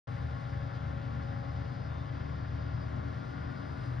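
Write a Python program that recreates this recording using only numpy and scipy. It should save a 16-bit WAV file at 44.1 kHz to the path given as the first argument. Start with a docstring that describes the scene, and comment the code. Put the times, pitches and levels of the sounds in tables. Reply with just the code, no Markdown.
"""From the start a far powered paraglider drones, two close stacks of partials beating, over two nearer
rumbling engines, wind hiss, a wavering hum and a faint shrill that pulses about once a second.
Thin whistles swell near 0.7 s and 2 s. Around 2 s the drone steps up in pitch and shifts colour.
One engine then eases off and from 3 s picks up with a thin whine, while the idling one recedes.
All is heard under an open sky through two closely spaced microphone ports."""
import sys
import numpy as np
from scipy import signal
from scipy.fft import rfft, irfft
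from scipy.io import wavfile

SR = 44100
rng = np.random.default_rng(int(sys.argv[2]) if len(sys.argv) > 2 else 0)


def file_out(sig):
    """Save sig as 16-bit WAV at sys.argv[1]."""
    # one column per channel
    cols = np.atleast_2d(sig).T
    # limit, then scale
    lim = np.clip(cols, -1, 1)
    pcm = np.round(lim * 32767).astype(np.int16)
    wavfile.write(sys.argv[1], SR, pcm)


N = 176400
TIME_S = np.arange(N) / SR
BIN_HZ = np.arange(N // 2 + 1) * SR / N

# drone, lower fundamental: time_s, pitch_hz
DRONE_PITCH_HZ = [(0, 89.95), (1.5, 90.1), (2.1, 90.8), (2.7, 91.05), (4, 90.9)]
# drone as the air carries it: time_s, gain_db
DRONE_GAIN_DB = [(0, -1.5), (.8, 0.4), (1.4, 1.2), (1.85, -1), (2.4, -1.5), (3.1, .3), (4, -0.1)]
# lower drone partials: order, early_db, late_db, left_over_right_db, left_lead_rad
LOWER_STACK = [(2, -56, -55, 1, 0.23), (3, -56, -53, 17.5, 1.75), (4, -63.5, -56.5, 6.5, 3.55),
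               (5, -69.5, -67.5, -4, 0.33), (7, -62.5, -61, -6, 1.38), (8, -66, -64, 4.5, 3),
               (9, -56, -62.5, 14, 3.88), (10, -66.5, -63.5, -1, 3.4), (12, -65, -64, 2.5, 2.4),
               (13, -70.5, -63, 6.5, 4)]
# upper drone partials: order, early_db, late_db, left_over_right_db, left_lead_rad
UPPER_STACK = [(2, -59, -58, 2.3, 0), (3, -55.5, -53, 14, 0.12), (5, -63, -65.5, 3.9, 4.5),
               (6, -58, -64.5, 2.8, 0), (8, -63.5, -65, 4.4, 1), (12, -72, -64.5, 10, 5)]
# idling engine speed: time_s, speed_hz
IDLE_SPEED_HZ = [(0, 24.95), (1.5, 24.95), (3, 25.06), (4, 25.55)]
# idling engine envelope: time_s, gain_db
IDLE_GAIN_DB = [(0, -0.5), (1.5, 0), (2.2, 0), (2.7, 2), (3.0, -1), (3.2, -5), (4, -4.5)]
# idling exhaust partials: order, level_db
IDLE_ORDERS = [(2, -74), (3, -45.5), (4, -46), (6, -46.5)]
# working engine speed: time_s, speed_hz
WORK_SPEED_HZ = [(0, 26.2), (1, 25.87), (2.1, 25.94), (2.4, 25.4), (2.7, 24.95), (3, 25.2), (3.3, 26.2),
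                 (3.6, 26.75), (4, 26.45)]
# working exhaust partials: order, level_db
WORK_ORDERS = [(2, -61.5), (3, -48.5), (4, -52.5), (5, -45.5), (6, -61.5), (9, -61)]
# fan hum: time_s, level_db
FAN_LEVEL_DB = [(0, -41), (.5, -40), (1.4, -41), (2.3, -45), (2.75, -38), (3.05, -43), (3.45, -44.5),
                (3.7, -58), (3.83, -39), (4, -36.5)]
# whines geared to the working engine: speed_ratio, level_db
GEAR_WHINES = [(42.2, -62), (66.8, -70.5)]
# swelling whine: time_s, pitch_hz
WHINE_PITCH_HZ = [(0, 1412), (1.1, 1397), (2.1, 1402), (2.7, 1412), (3.1, 1395), (3.25, 1414), (3.45, 1438),
                  (3.72, 1448), (4, 1435)]
# its envelope: time_s, level_db
WHINE_LEVEL_DB = [(0, -65), (1.1, -62), (2.1, -67.5), (2.7, -60.5), (3.1, -61), (3.19, -56), (3.55, -55),
                  (3.84, -59), (3.93, -72)]
# its tremble: time_s, pitch_fraction
WHINE_WAVER = [(0, .009), (3, .012), (3.25, .004), (4, .003)]
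# wavering hum: time_s, level_db
HUM_LEVEL_DB = [(0, -64), (.9, -64.5), (1.25, -49.5), (1.5, -66), (2.3, -59), (2.7, -62.5), (3, -49),
                (3.35, -61), (3.6, -53), (4, -68)]
# wind and distant rumble spectrum: frequency_hz, density_db_per_hz
WIND_SPECTRUM = [(20, -93.5), (32, -82), (42, -78.5), (54, -66.5), (68, -72), (90, -65), (118, -72),
                 (140, -73.5), (170, -85), (200, -74.5), (232, -72.5), (255, -75), (310, -73), (410, -77.5),
                 (600, -78), (780, -81.5), (900, -81.5), (1090, -78), (1220, -85.5), (1380, -79),
                 (1520, -84.5), (1750, -85.5), (2050, -86), (2400, -94.5), (3000, -96), (3600, -95.5),
                 (4200, -100), (4900, -100), (5600, -106), (6700, -112), (7800, -116), (9000, -116),
                 (12000, -125)]
# wind, low-mid band: time_s, gain_db
LOW_MID_GAIN_DB = [(0, -4), (1.3, -2), (2.1, -2.5), (2.7, -3.5), (2.97, -0.5), (3.2, -3.5), (4, 2.5)]
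# wind, high treble band: time_s, gain_db
TREBLE_GAIN_DB = [(0, 3.5), (.7, -1), (2.5, -3), (3.6, 0.5), (3.85, 5.5), (4, 3)]
# far whistles: start_s, length_s, peak_db
WHISTLES = [(.35, 0.72, -75.5), (1.867, 0.23, -68.5)]
# shrill phrases: end_s, length_s, level_db
SHRILL_PHRASES = [(.75, 0.66, -73), (1.85, .8, -71), (2.823, 0.77, -69.5), (3.86, 0.81, -69)]
# microphone port response: frequency_hz, left_over_right_db, left_lead_rad, coherence
PORTS = [(50, -1.5, .08, 1), (119, 4.5, 0.23, .99), (184, 10, 0.46, 1), (266, 15.5, .7, 0.9),
         (394, 6.5, 2.95, 0.8), (560, 4, 3.67, 0.35), (1080, 5.5, 4, 0.65), (1380, 5.5, 4.88, 0.9),
         (1810, 5.5, 6.2, .75), (2320, 0.5, 6.86, 0.82), (4270, 0.5, 6.98, 0.85), (5200, -0.5, 6.1, 1),
         (6680, 0.5, 8.1, 0.9), (7150, 1, 9.4, 0.93), (7400, -3.5, 9.5, 1), (8700, 1.5, 9.67, 0.74)]


def paraglider(upper_ratio=1.0273, shift_s=2.01, shift_width_s=.37, fading_db=1.3):
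    """Two beating stacks; moving air fades each partial, and the colour shifts as the pitch steps up."""
    pitch_hz = curve(DRONE_PITCH_HZ) * (1 + .00088 * walk(4.15))
    late_mix = .5 + .5 * np.tanh((TIME_S - shift_s) / shift_width_s)
    drone = buzz(pitch_hz)
    for hz, stack in ((pitch_hz, LOWER_STACK), (pitch_hz * upper_ratio, UPPER_STACK)):
        for order, early_db, late_db, pan_db, lead_rad in stack:
            level_db = early_db + (late_db - early_db) * late_mix + fading_db * walk(2.94)
            drone += partial(order * hz, level_db, pan_db, lead_rad)
    return drone * undb(curve(DRONE_GAIN_DB))


def buzz(pitch_hz, base_db=-66.5, tilt_db_per_octave=-7, fading_db=2.5):
    """High drone partials, weaker upwards, each fading on its own."""
    out = 0
    for order in range(11, 21):
        level_db = base_db + tilt_db_per_octave * np.log2(order / 11) + fading_db * walk(2.4)
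        out += port_tone(order * pitch_hz, level_db)
    return out


def idling_engine(jitter=.00311):
    """Near-constant throb that recedes towards the end."""
    speed_hz = curve(IDLE_SPEED_HZ) * (1 + jitter * walk(2.9))
    return exhaust(speed_hz, IDLE_ORDERS, curve(IDLE_GAIN_DB))


def working_engine(jitter=.00311, fan_ratio=4.63, fan_fading_db=1, surge_db=2.1):
    """Exhaust, fan and geared whines follow one speed; one more whine swells and steadies at pick-up."""
    speed_hz = curve(WORK_SPEED_HZ) * (1 + jitter * walk(5.3))
    fan = port_tone(fan_ratio * speed_hz, curve(FAN_LEVEL_DB) + fan_fading_db * walk(4))
    geared = sum(whine(ratio * speed_hz, level_db + surge_db * walk(2.7), waver=.009)
                 for ratio, level_db in GEAR_WHINES)
    throb = exhaust(speed_hz, WORK_ORDERS)
    swelling = whine(curve(WHINE_PITCH_HZ), curve(WHINE_LEVEL_DB), curve(WHINE_WAVER))
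    return throb + fan + geared + swelling


def exhaust(speed_hz, orders, gain_db=0, fading_db=1.86):
    """Low partials of a muffled engine, each slightly unsteady."""
    return sum(port_tone(order * speed_hz, level_db + gain_db + fading_db * walk(7.7))
               for order, level_db in orders)


def whine(pitch_hz, level_db, waver, fading_db=1, flutter_db=3):
    """Rough tone: the pitch trembles, the level drifts and flutters."""
    trembling_hz = pitch_hz * (1 + waver * walk(22))
    return port_tone(trembling_hz, level_db + fading_db * walk(4.3) + flutter_db * walk(25))


def hum(pitch_hz=235.1, jitter=.011):
    """Rough hum wavering in and out of the rumble."""
    return port_tone(pitch_hz * (1 + jitter * walk(15)), curve(HUM_LEVEL_DB))


def wind(trim_db=-1, gust_db=.18, flicker_db=.99, bands=10):
    """Octave bands of rumble and hiss swell together and flicker alone; two bands also follow curves."""
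    spectrum = port_noise_spectrum(at_hz(WIND_SPECTRUM, BIN_HZ) + trim_db)
    octave = np.clip(np.log2(np.maximum(BIN_HZ, 1) / 20), 0, bands - 1)
    common_db = gust_db * walk(1)
    air = 0
    for k in range(bands):
        weight = np.maximum(1 - abs(octave - k), 0)
        air += irfft(spectrum * weight, N) * undb(common_db + flicker_db * walk(22))
    air = swell_band(air, LOW_MID_GAIN_DB, centre_hz=343, sigma_octaves=.31)
    return swell_band(air, TREBLE_GAIN_DB, centre_hz=9200, sigma_octaves=.22)


def whistles(pitch_hz=3620, jitter=.005):
    """Thin tones swelling briefly out of the hiss."""
    out = 0
    for start_s, length_s, peak_db in WHISTLES:
        arch = np.sin(np.pi * np.clip((TIME_S - start_s) / length_s, 0, 1))
        out += arch * port_tone(pitch_hz * (1 + jitter * walk(40)), peak_db)
    return out


def shrill(accent_db=3.5, accent_s=.04, release_s=.08, lead_rad=-.75):
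    """Narrow hiss, perhaps a far insect: each phrase grows, peaks at its end and breaks off."""
    envelope = 0
    for end_s, length_s, level_db in SHRILL_PHRASES:
        past_end_s = TIME_S - end_s
        growth = np.clip(1 + past_end_s / length_s, 0, 1) ** .32
        accent = np.exp(-(past_end_s / accent_s) ** 2)
        release = np.clip(1 - past_end_s / release_s, 0, 1)
        envelope += undb(level_db + accent_db * accent) * growth * release
    hiss = signal.hilbert(band(rng.standard_normal(N), centre_hz=4835, sigma_octaves=.12))
    left, right = (hiss * np.exp(1j * lead_rad)).real, hiss.real
    return envelope * np.array([left, right]) / right.std()


def partial(hz, rms_db, pan_db, lead_rad):
    """Stereo sine on a pitch curve; pan and lead are left relative to right."""
    phase = 2 * np.pi * (np.cumsum(hz) / SR + rng.random())
    pan = undb(pan_db)
    amplitude = 2 * undb(rms_db) / np.sqrt(1 + pan ** 2)
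    return amplitude * np.array([pan * np.sin(phase + lead_rad), np.sin(phase)])


def port_tone(hz, rms_db):
    """Tone placed by the port response at its mean pitch."""
    return partial(hz, rms_db, at_hz(PORTS, hz.mean()), at_hz(PORTS, hz.mean(), column=2))


def port_noise_spectrum(density_db):
    """Left and right spectra of noise, partly coherent between the ports."""
    pan_db, lead_rad, coherence = (at_hz(PORTS, BIN_HZ, column) for column in (1, 2, 3))
    pan = undb(pan_db)
    shared, own = rfft(rng.standard_normal((2, N)))
    left = pan * np.exp(1j * lead_rad) * shared
    right = coherence * shared + np.sqrt(1 - coherence ** 2) * own
    return np.array([left, right]) * undb(density_db) * np.sqrt(SR / (1 + pan ** 2))


def swell_band(x, gain_rows, centre_hz, sigma_octaves):
    """Signal with one band riding a gain curve."""
    return x + band(x, centre_hz, sigma_octaves) * (undb(curve(gain_rows)) - 1)


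def band(x, centre_hz, sigma_octaves):
    """Gaussian band-pass on a log frequency axis."""
    octaves = np.log2(np.maximum(BIN_HZ, 1) / centre_hz)
    return irfft(rfft(x) * np.exp(-.5 * (octaves / sigma_octaves) ** 2), N)


def walk(rate_hz, size=2048):
    """Smooth random drift of unit spread, rolled off above rate_hz."""
    rolloff = 1 + (BIN_HZ[:size // 2 + 1] / rate_hz) ** 4
    drift = irfft(rfft(rng.standard_normal(size)) / rolloff)
    return np.interp(np.arange(N) * size / N, np.arange(size), drift / drift.std())


def curve(rows):
    """Time table, linearly interpolated per sample."""
    return np.interp(TIME_S, *np.array(rows).T)


def at_hz(rows, hz, column=1):
    """One column of a frequency table, read on a log axis."""
    rows = np.array(rows)
    return np.interp(np.log(np.maximum(hz, 1)), np.log(rows[:, 0]), rows[:, column])


def undb(db):
    """Decibels to gain."""
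    return 10 ** (np.asarray(db) / 20)


def scene():
    """All sources under the open sky."""
    return paraglider() + idling_engine() + working_engine() + hum() + wind() + whistles() + shrill()


def record(dry):
    """Brief silence, fast fade-in, steep low-pass."""
    start_s, fade_s, cutoff_hz = .071, .003, 12500
    gate = np.clip((TIME_S - start_s) / fade_s, 0, 1)
    lowpass = signal.ellip(8, .2, 70, cutoff_hz, fs=SR, output="sos")
    return signal.sosfilt(lowpass, dry * gate)


dry = scene()
out = record(dry)
file_out(out)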